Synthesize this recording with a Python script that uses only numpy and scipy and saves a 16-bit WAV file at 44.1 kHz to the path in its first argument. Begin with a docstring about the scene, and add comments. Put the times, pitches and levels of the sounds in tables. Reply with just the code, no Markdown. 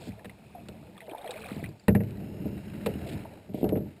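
"""Kayak on a calm lake

Heard up close from a camera microphone mounted on the plastic hull. Small waves lap throughout.
A paddle stroke gulps, drips and splashes; then the paddle knocks down on the deck, slides along it
and bumps about. The camera samples coarsely, which mirrors the sound faintly into the treble."""
import sys
import numpy as np
from scipy import signal
from scipy.fft import rfft, irfft, next_fast_len
from scipy.io import wavfile
from scipy.ndimage import map_coordinates

SR = 44100
rng = np.random.default_rng(int(sys.argv[2]) if len(sys.argv) > 2 else 0)


def bounce(signal):
    """Save signal as a 16-bit WAV file at the path given by the first command-line argument."""
    frames = np.transpose(np.atleast_2d(signal))
    limited = np.clip(frames, -1, 1)
    pcm = np.round(limited * 32767).astype(np.int16)
    wavfile.write(sys.argv[1], SR, pcm)


N = 176400

# Table levels are relative: each source applies its own gain.
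# faint breeze over the lake (frequency [Hz], level [dB])
BREEZE_COLOUR = [(20, -12), (100, -20), (600, -4.5), (1100, -19), (2600, -18), (5000, -20.5)]
# hull rumble under the microphone (time [s], level [dB])
RUMBLE_LEVEL = [(0.0, -44), (0.27, -59.5), (0.5, -50.5), (0.72, -47.5), (0.95, -51.5), (1.2, -62.5),
                (1.4, -48.5), (1.55, -46.5), (1.7, -40), (1.78, -58), (1.87, -58), (2.06, -37.5),
                (2.3, -38.5), (2.48, -33.5), (2.63, -43), (2.8, -37), (2.95, -39), (3.15, -36.5),
                (3.29, -45.5), (3.45, -51), (3.6, -40), (3.75, -29), (3.83, -33), (3.9, -43.5),
                (4.0, -56.5)]
# spectrum of the rumble (frequency [Hz], level [dB])
RUMBLE_COLOUR = [(15, -31), (43, -16), (81, -1.5), (170, -0.5), (213, 1), (253, -9.5), (305, -4),
                 (367, -10.5), (436, -12.5), (512, -22.5), (600, -15.5), (780, -51), (1320, -120)]
# small waves around the boat (time [s], level [dB])
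LAP_LEVEL = [(0.0, -53), (0.43, -61), (1.06, -55.5), (1.2, -45.5), (1.36, -47), (1.51, -49), (1.69, -54),
             (1.89, -72.5), (2.07, -55.5), (2.81, -54.5), (2.96, -52), (3.04, -47), (3.17, -49.5),
             (3.32, -52.5), (3.55, -62.5), (3.69, -49), (3.84, -59.5), (4.0, -64.5)]
# spectrum of slapping water (frequency [Hz], level [dB])
LAP_COLOUR = [(150, -9.5), (350, -6), (650, 5), (880, -0.5), (1100, -12), (1600, -16), (3000, -50)]
# thin whirr during the slide (centre [Hz], width [Hz], level [dB])
WHIRR_BANDS = [(2760, 180, -65.5), (5180, 210, -72.5)]
# swell of the whirr (time [s], level [dB])
WHIRR_LEVEL = [(2.05, -26), (2.27, -1.5), (2.85, -6), (3.05, 0), (3.2, -3)]
# gritty swishes: rustles on board and one water splat (time [s], length [s], level [dB], centre [Hz])
SWISHES = [(0.0, 0.094, -58, 3490), (1.306, 0.0074, -46, 3740), (3.065, 0.013, -50, 2470),
           (3.087, 0.014, -46, 2500), (3.113, 0.031, -51.5, 2600), (3.534, 0.097, -59, 2600)]
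# small ticks of tackle (time [s], level [dB])
TICKS = [(2.036, -49), (2.108, -49), (2.172, -54), (2.48, -50), (2.716, -53.5)]
# spectrum of a tick (frequency [Hz], level [dB])
TICK_COLOUR = [(1000, -20), (2000, 12), (2600, 13), (3200, -3), (4100, 7.5), (4900, -8), (5800, -5)]
# droplets falling while the blade is lifted (time [s], level [dB])
TRICKLE_LEVEL = [(0.95, -68), (1.3, -58.5), (1.6, -58.5), (1.75, -75)]
# spray beside the boat (time [s], level [dB])
SPRAY_LEVEL = [(0.0, -62), (0.1, -58.5), (0.22, -69.5), (0.55, -66), (0.85, -66), (1.066, -74.5),
               (1.208, -61.5), (1.4, -52.5), (1.52, -53), (1.656, -60), (1.71, -68), (1.87, -73)]
# spectrum of spray and splats (frequency [Hz], level [dB])
SPRAY_COLOUR = [(530, -32), (900, 0), (1100, -6.5), (1900, -6.5), (2530, 1.5), (3040, -10.5), (4200, -9),
                (5000, -38.5), (5600, -15), (12300, -120)]
# air pockets closing under the blade (time [s], level [dB], pitch [Hz], t60 [s], rise [octaves/s])
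GULPS = [(.549, -37, 754, 0.081, -8), (.568, -42.5, 659, 0.16, 2.5), (1.02, -47, 696, 0.27, -4),
         (1.078, -35, 500, 0.045, -5), (1.088, -39.5, 388, 0.085, 1.5), (1.115, -27, 306, 0.038, 12),
         (1.133, -29.5, 700, 0.022, 21), (1.147, -28.5, 870, 0.032, 2), (1.243, -34.5, 790, 0.093, -13.5),
         (1.253, -33.5, 425, 0.07, 2.5), (1.292, -27, 477, 0.047, 7.5), (1.315, -39, 800, 0.075, -5.5),
         (3.252, -33.5, 863, 0.024, 21)]
# drops off the blade (time [s], level [dB], pitch [Hz])
DRIPS = [(0.2958, -34, 2020), (0.967, -41, 1760), (0.978, -38.5, 1170), (0.9783, -41, 3350),
         (1.0052, -33, 1950), (1.0153, -37.5, 2000), (1.0959, -34.5, 2320), (1.1118, -36.5, 3100),
         (1.182, -39, 3470), (1.215, -42, 3650), (1.245, -43, 2240), (1.262, -42, 4030), (1.275, -33, 1850),
         (1.2757, -34, 3200), (1.3078, -27, 3690), (1.339, -35.5, 2090), (1.369, -33, 2450),
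         (1.419, -35, 2440), (1.4591, -33, 2440), (1.545, -48, 4700), (1.591, -49, 4750),
         (1.6405, -26, 1940), (1.6596, -33.5, 2370), (1.69, -48, 4600), (1.797, -47.5, 4600),
         (1.838, -54, 4330), (2.9394, -35, 2790)]
# shaft scraping along the deck (time [s], level [dB])
SLIDE_LEVEL = [(2.05, -58), (2.092, -60.5), (2.576, -58.5), (2.788, -55), (2.95, -51.5), (3.054, -55),
               (3.162, -53), (3.352, -60.5), (3.602, -72.5), (3.744, -66.5), (3.88, -61.5), (4.0, -70)]
# spectrum of the scraping (frequency [Hz], level [dB])
SLIDE_COLOUR = [(530, -33), (900, 0.5), (1100, -8.5), (1350, -1.5), (2500, -1.5), (2900, -3.5),
                (3590, -16.5), (3910, -5.5), (4190, -12), (5190, -21.5), (5600, -17), (7280, -44),
                (12300, -120)]
# low modes of the hull shell (frequency [Hz], level [dB], t60 [s])
HULL_MODES = [(67, -13.5, 0.63), (81.8, -13, 0.41), (105, -7, 0.58), (134.3, -13.5, 0.66),
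              (168.5, -6.5, 0.34), (200.7, 1.5, 0.23), (252.7, -5, 0.12)]
# dense ringing of the hull (frequency [Hz], level [dB])
HULL_COLOUR = [(30, -43), (65, -40), (110, -12), (220, -11), (330, -27.5), (700, -91)]
# modes of the deck panels (frequency [Hz], level [dB], t60 [s])
DECK_MODES = [(304.5, 3, 0.15), (371, 5.5, 0.15), (420, 4, 0.21), (466, 4, 0.17), (600, 5.5, 0.12),
              (771, 2, 0.038), (929, -7, 0.06)]
# dense ringing of the panels (frequency [Hz], level [dB])
DECK_COLOUR = [(150, -73), (290, -5.5), (480, 3.5), (780, -11.5), (1050, -25), (1600, -26), (3000, -45.5)]
# modes of the paddle shaft (frequency [Hz], level [dB], t60 [s])
SHAFT_MODES = [(1130, -10, .04), (1710, -3, .035), (1793, -1, .045), (1922, 0, .035), (2083, -6, .05),
               (2400, -9, .03), (2595, -8, .05), (2794, -12, .06)]
# dense ringing of the shaft (frequency [Hz], level [dB])
SHAFT_COLOUR = [(400, 2.5), (800, 5), (1300, -10.5), (1650, 1), (1950, -4), (2250, -5), (2650, -6),
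                (3100, -23), (5000, -44)]
# crack of a hard contact (frequency [Hz], level [dB])
CRACK_COLOUR = [(590, -21), (1000, -8), (1450, -6), (1730, -41), (2130, -4.5), (2360, -10), (2670, 3),
                (3310, -13), (3610, -4.5), (4200, -6.5), (4710, -20), (5250, -24.5), (5600, -15),
                (7280, -46), (12300, -120)]
# soft bumps against the hull (time [s], push [dB], boom [dB], clack [dB])
BUMPS = [(0.072, -34, -34, -38.5), (0.084, -43, -28.5, -45), (1.515, -31, -32, -45),
         (1.565, -30.5, -30, -42), (1.627, -28.5, -30.5, -63), (2.457, -26, -26.5, -29),
         (2.954, -31, -29.5, -43), (3.135, -29, -26, -52), (3.49, -47, -32.5, -38),
         (3.5439, -21.5, -33.5, -30), (3.576, -30, -40, -30.5), (3.613, -26.5, -47, -38),
         (3.6297, -14.5, -24, -38), (3.641, -14, -30.5, -21.5), (3.653, -22, -30, -23),
         (3.7225, -17, -29, -20.5), (3.7288, -18.5, -23, -26.5), (3.7726, -32, -32, -27)]
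# hard knocks on the deck (time [s], crack [dB], shaft ring [dB], boom [dB], clack [dB])
KNOCKS = [(0.193, -50, -53.5, -60, -54), (0.2457, -36, -48.5, -66, -43.5), (0.255, -37, -50, -43.5, -62),
          (0.686, -32, -60, -43.5, -41.5), (1.8816, -21.5, -26, -15.5, -18.5),
          (1.9501, -33, -31.5, -18.5, -24), (2.004, -62, -45.5, -29.5, -31.5),
          (2.8609, -22.5, -38.5, -31.5, -23.5), (2.865, -22.5, -47, -33, -30.5),
          (3.643, -36, -69, -25.5, -27), (3.691, -31, -47.5, -46, -31.5), (3.7554, -55, -48, -34.5, -28),
          (3.772, -44, -56, -44, -36)]


def amp(db):
    """Decibels to gain."""
    return 10 ** (np.asarray(db) / 20)


def unit(x):
    """Scale to rms 1."""
    return x / np.sqrt(np.mean(x ** 2) + 1e-20)


def level(rows):
    """Gain per sample of a (time [s], level [dB]) curve, fading out beyond its ends."""
    s, db = np.transpose(rows)
    t = np.arange(N) / SR
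    return amp(np.interp(t, s, db) - 300 * np.abs(t - np.clip(t, s[0], s[-1])))


def wobble(rate):
    """A smooth random curve through rate points a second."""
    return map_coordinates(rng.standard_normal(int(N * rate / SR) + 4), [np.arange(N) * rate / SR])


def filtered(x, response):
    """Filter x by a gain that is a function of frequency."""
    size = next_fast_len(len(x) + 8192)
    return irfft(rfft(x, size) * response(np.fft.rfftfreq(size, 1 / SR)), size)[:len(x)]


def coloured(x, colour):
    """Shape x by (frequency [Hz], level [dB]) points on a log axis, at rms 1."""
    hz, db = np.transpose(colour)
    return unit(filtered(x, lambda f: amp(np.interp(np.log(f + 1), np.log(hz + 1), db))))


def noise(samples, colour):
    """Coloured noise at rms 1."""
    return coloured(rng.standard_normal(samples), colour)


def add(out, s, x):
    """Mix x into out at time s."""
    i = max(0, round(s * SR))
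    out[i:i + len(x)] += x[:max(0, len(out) - i)]


def bubble(t, hz, t60, rise):
    """Trapped air rings as a damped sine that starts softly and glides by rise octaves a second."""
    phase = 2 * np.pi * np.cumsum(hz * 2 ** (rise * np.minimum(t, t60)), axis=-1) / SR
    return np.sin(phase) * amp(-60 * t / t60) * (1 - np.exp(-t * hz)) ** 2


def bubbles(count, low_hz, high_hz, cycles, max_rise, spread_db):
    """A cloud of bubbles of random time, pitch, strength and glide, at rms 1."""
    onset, pitch, strength, glide = np.hsplit(rng.random((count, 4)), 4)
    hz = low_hz * (high_hz / low_hz) ** pitch
    t = np.arange(SR // 20) / SR
    grains = amp(spread_db * strength) * bubble(t, hz, cycles / hz, max_rise * glide)
    at = (onset * N).astype(int) + np.arange(len(t))
    return unit(np.bincount(at.ravel(), grains.ravel(), N)[:N])


def ring(t, modes, colour, dense_db, dense_t60, attack_s):
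    """Struck modes, a little different each blow, over dense ringing; rms 1 in the first 25 ms."""
    tones = np.zeros(len(t))
    for k, (hz, db, t60) in enumerate(modes):
        decay = amp(db + rng.normal(0, 1.2) - 60 * t / t60)
        detune = 1 + rng.normal(0, 0.003)
        tones += (-1) ** k * decay * np.sin(2 * np.pi * hz * detune * t)
    dense = noise(len(t), colour) * amp(dense_db - 60 * t / dense_t60)
    struck = (tones + dense) * (1 - np.exp(-t / attack_s))
    return struck / np.std(struck[:SR // 40])


def breeze():
    """Air over the open lake, a faint steady bed."""
    return amp(-65) * noise(N, BREEZE_COLOUR)


def rumble():
    """Water and rubbing keep the hollow hull rumbling under the microphone."""
    return amp(-1 + 0.87 * wobble(22.095)) * level(RUMBLE_LEVEL) * noise(N, RUMBLE_COLOUR)


def lapping():
    """Small waves close by: a wash with larger bubbles plopping in it."""
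    plops = bubbles(count=420, low_hz=338.4, high_hz=1135, cycles=38, max_rise=13.4, spread_db=8.5)
    wash = amp(11.5) * rng.standard_normal(N)
    return amp(-0.5) * level(LAP_LEVEL) * coloured(plops + wash, LAP_COLOUR)


def whirr():
    """Narrow bands of noise sing faintly over the scraping."""
    out = np.zeros(N)
    for hz, width, db in WHIRR_BANDS:
        band = filtered(rng.standard_normal(N), lambda f: 1 / (1 + (2 * (f - hz) / width) ** 2))
        out += amp(db) * unit(band)
    return level(WHIRR_LEVEL) * out


def swishes(attack_s=0.0027, t60=0.027, width_octaves=0.97):
    """Brief swishes of gritty noise: rustles on board and one water splat."""
    out, t = np.zeros(N), np.arange(SR // 4) / SR
    for s, length, db, hz in SWISHES:
        grit = rng.standard_normal(len(t)) * amp(1.8 * wobble(384)[:len(t)])
        band = unit(filtered(grit, lambda f: 1 / (1 + (np.log2((f + 1) / hz) / width_octaves) ** 2) ** 2))
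        envelope = (1 - np.exp(-t / attack_s)) * amp(db - 60 * np.maximum(t - length, 0) / t60)
        add(out, s, band * envelope)
    return out


def ticks(t60=0.013):
    """Bits of tackle tap with a bright tick that dies at once."""
    out, t = np.zeros(N), np.arange(SR // 4) / SR
    for s, db in TICKS:
        add(out, s, noise(len(t), TICK_COLOUR) * amp(db + 2.5 - 60 * t / t60))
    return out


def trickle():
    """Small droplets chirp as they hit the lake; the finest ones crackle in the spray."""
    drops = bubbles(count=900, low_hz=1500, high_hz=4300, cycles=26, max_rise=26, spread_db=12)
    crackle = bubbles(count=1300, low_hz=3500, high_hz=5400, cycles=7, max_rise=20, spread_db=16)
    return level(TRICKLE_LEVEL) * drops + amp(-14.5) * level(SPRAY_LEVEL) * crackle


def spray():
    """Tiny bubbles and spatter beside the boat: bubbly when loud, a smooth wash when quiet."""
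    strength = level(SPRAY_LEVEL)
    fizz = bubbles(count=1700, low_hz=1100, high_hz=4400, cycles=12, max_rise=18, spread_db=26)
    spatter = amp(-8) * unit(rng.standard_normal(N) * amp(5 * wobble(260)))
    bubbly_share = strength / (strength + amp(-62))
    froth = np.sqrt(bubbly_share) * coloured(fizz + spatter, SPRAY_COLOUR)
    wash = np.sqrt(1 - bubbly_share) * noise(N, SPRAY_COLOUR)
    return amp(1.5) * strength * (froth + wash)


def drips(splat_t60=0.075):
    """Drops off the blade splat on the lake and ring as rising bubbles."""
    out, t = np.zeros(N), np.arange(SR // 4) / SR
    for s, db, hz in DRIPS:
        splat = noise(len(t), SPRAY_COLOUR) * amp(-14.5 - 60 * t / splat_t60)
        add(out, s, amp(db - 3.5) * (bubble(t, hz, t60=0.023, rise=9.8) + splat))
    return out


def gulps(slap_t60=0.052):
    """A paddle's reach away, air pockets slap shut under the blade and ring as big bubbles."""
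    out, t = np.zeros(N), np.arange(SR // 4) / SR
    for s, db, hz, t60, rise in GULPS:
        slap = noise(len(t), LAP_COLOUR) * amp(-10 - 60 * t / slap_t60) * (1 - np.exp(-t * hz))
        add(out, s, amp(db + 2.5) * (bubble(t, hz, t60, rise) + slap))
    return out


def slide():
    """The shaft scrapes over the deck in tiny slips."""
    slips = rng.standard_normal(N) * amp(2.4 * wobble(160) + 0.35 * wobble(26.08))
    return amp(-1.5) * level(SLIDE_LEVEL) * coloured(slips, SLIDE_COLOUR)


def bumps(push_hz=231.5, push_t60=0.0061, band_hz=(65, 854)):
    """Soft contacts push a panel in, then ring hull and deck in a low band, without a crack."""
    out, t = np.zeros(N), np.arange(SR * 3 // 5) / SR
    swing = np.sin(2 * np.pi * push_hz * t) * amp(-60 * t / push_t60) * (1 - np.exp(-t * push_hz)) ** 2
    push = np.gradient(swing)
    push /= np.abs(push).max()
    for s, push_db, boom_db, clack_db in BUMPS:
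        boom = ring(t, HULL_MODES, HULL_COLOUR, dense_db=-1, dense_t60=0.089, attack_s=0.0012)
        boom *= amp(-60 * t / 1.2)  # extra damping
        clack = ring(t, DECK_MODES, DECK_COLOUR, dense_db=11, dense_t60=0.046, attack_s=0.003)
        add(out, s, amp(push_db) * push + amp(boom_db - 6) * boom + amp(clack_db - 10) * clack)
    return signal.sosfilt(signal.butter(4, band_hz, "band", fs=SR, output="sos"), out)


def knocks(crack_t60=0.023, tail_t60=0.14):
    """Hard contacts near the microphone crack, ring the shaft, clack the deck and boom in the hull."""
    out, t = np.zeros(N), np.arange(SR * 3 // 5) / SR
    for s, crack_db, shaft_db, boom_db, clack_db in KNOCKS:
        shaft = ring(t, SHAFT_MODES, SHAFT_COLOUR, dense_db=7, dense_t60=0.05, attack_s=0.0002)
        crack = noise(len(t), CRACK_COLOUR) * (amp(-60 * t / crack_t60) + amp(-24 - 60 * t / tail_t60))
        boom = ring(t, HULL_MODES, HULL_COLOUR, dense_db=-6.5, dense_t60=0.26, attack_s=0.00072)
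        clack = ring(t, DECK_MODES, DECK_COLOUR, dense_db=7, dense_t60=0.15, attack_s=0.0023)
        add(out, s, amp(shaft_db - 3) * shaft + amp(crack_db - 9.5) * crack)
        add(out, s, amp(boom_db - 1) * boom + amp(clack_db - 5) * clack)
    return out


def scene():
    """Paddle, water and boat over a faint breeze, in mono at the hull."""
    impacts = knocks() + bumps()
    water = gulps() + drips() + spray() + lapping() + trickle()
    small_sounds = slide() + whirr() + swishes() + ticks()
    return (impacts + water + small_sounds + rumble() + breeze())[None]


def record(dry, cutoff_hz=5450, hold_hz=12000, top_hz=16200):
    """The camera keeps the band under half its hold rate; holding samples mirrors it around the rate."""
    base = filtered(dry[0], lambda hz: 1 / np.sqrt(1 + (hz / cutoff_hz) ** 44))

    def mirror_gain(hz):
        """The mirror image has a null at the hold rate and falls steeply in the top treble."""
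        droop = np.abs(hz - hold_hz) / np.maximum(hz, hold_hz / 2)
        return amp(0.53) * droop / np.sqrt(1 + (hz / 15100) ** 80)

    mirror = 2 * base * np.cos(2 * np.pi * hold_hz * np.arange(N) / SR)
    return filtered(base + filtered(mirror, mirror_gain), lambda hz: hz < top_hz)[None]


dry = scene()
out = record(dry)
bounce(out)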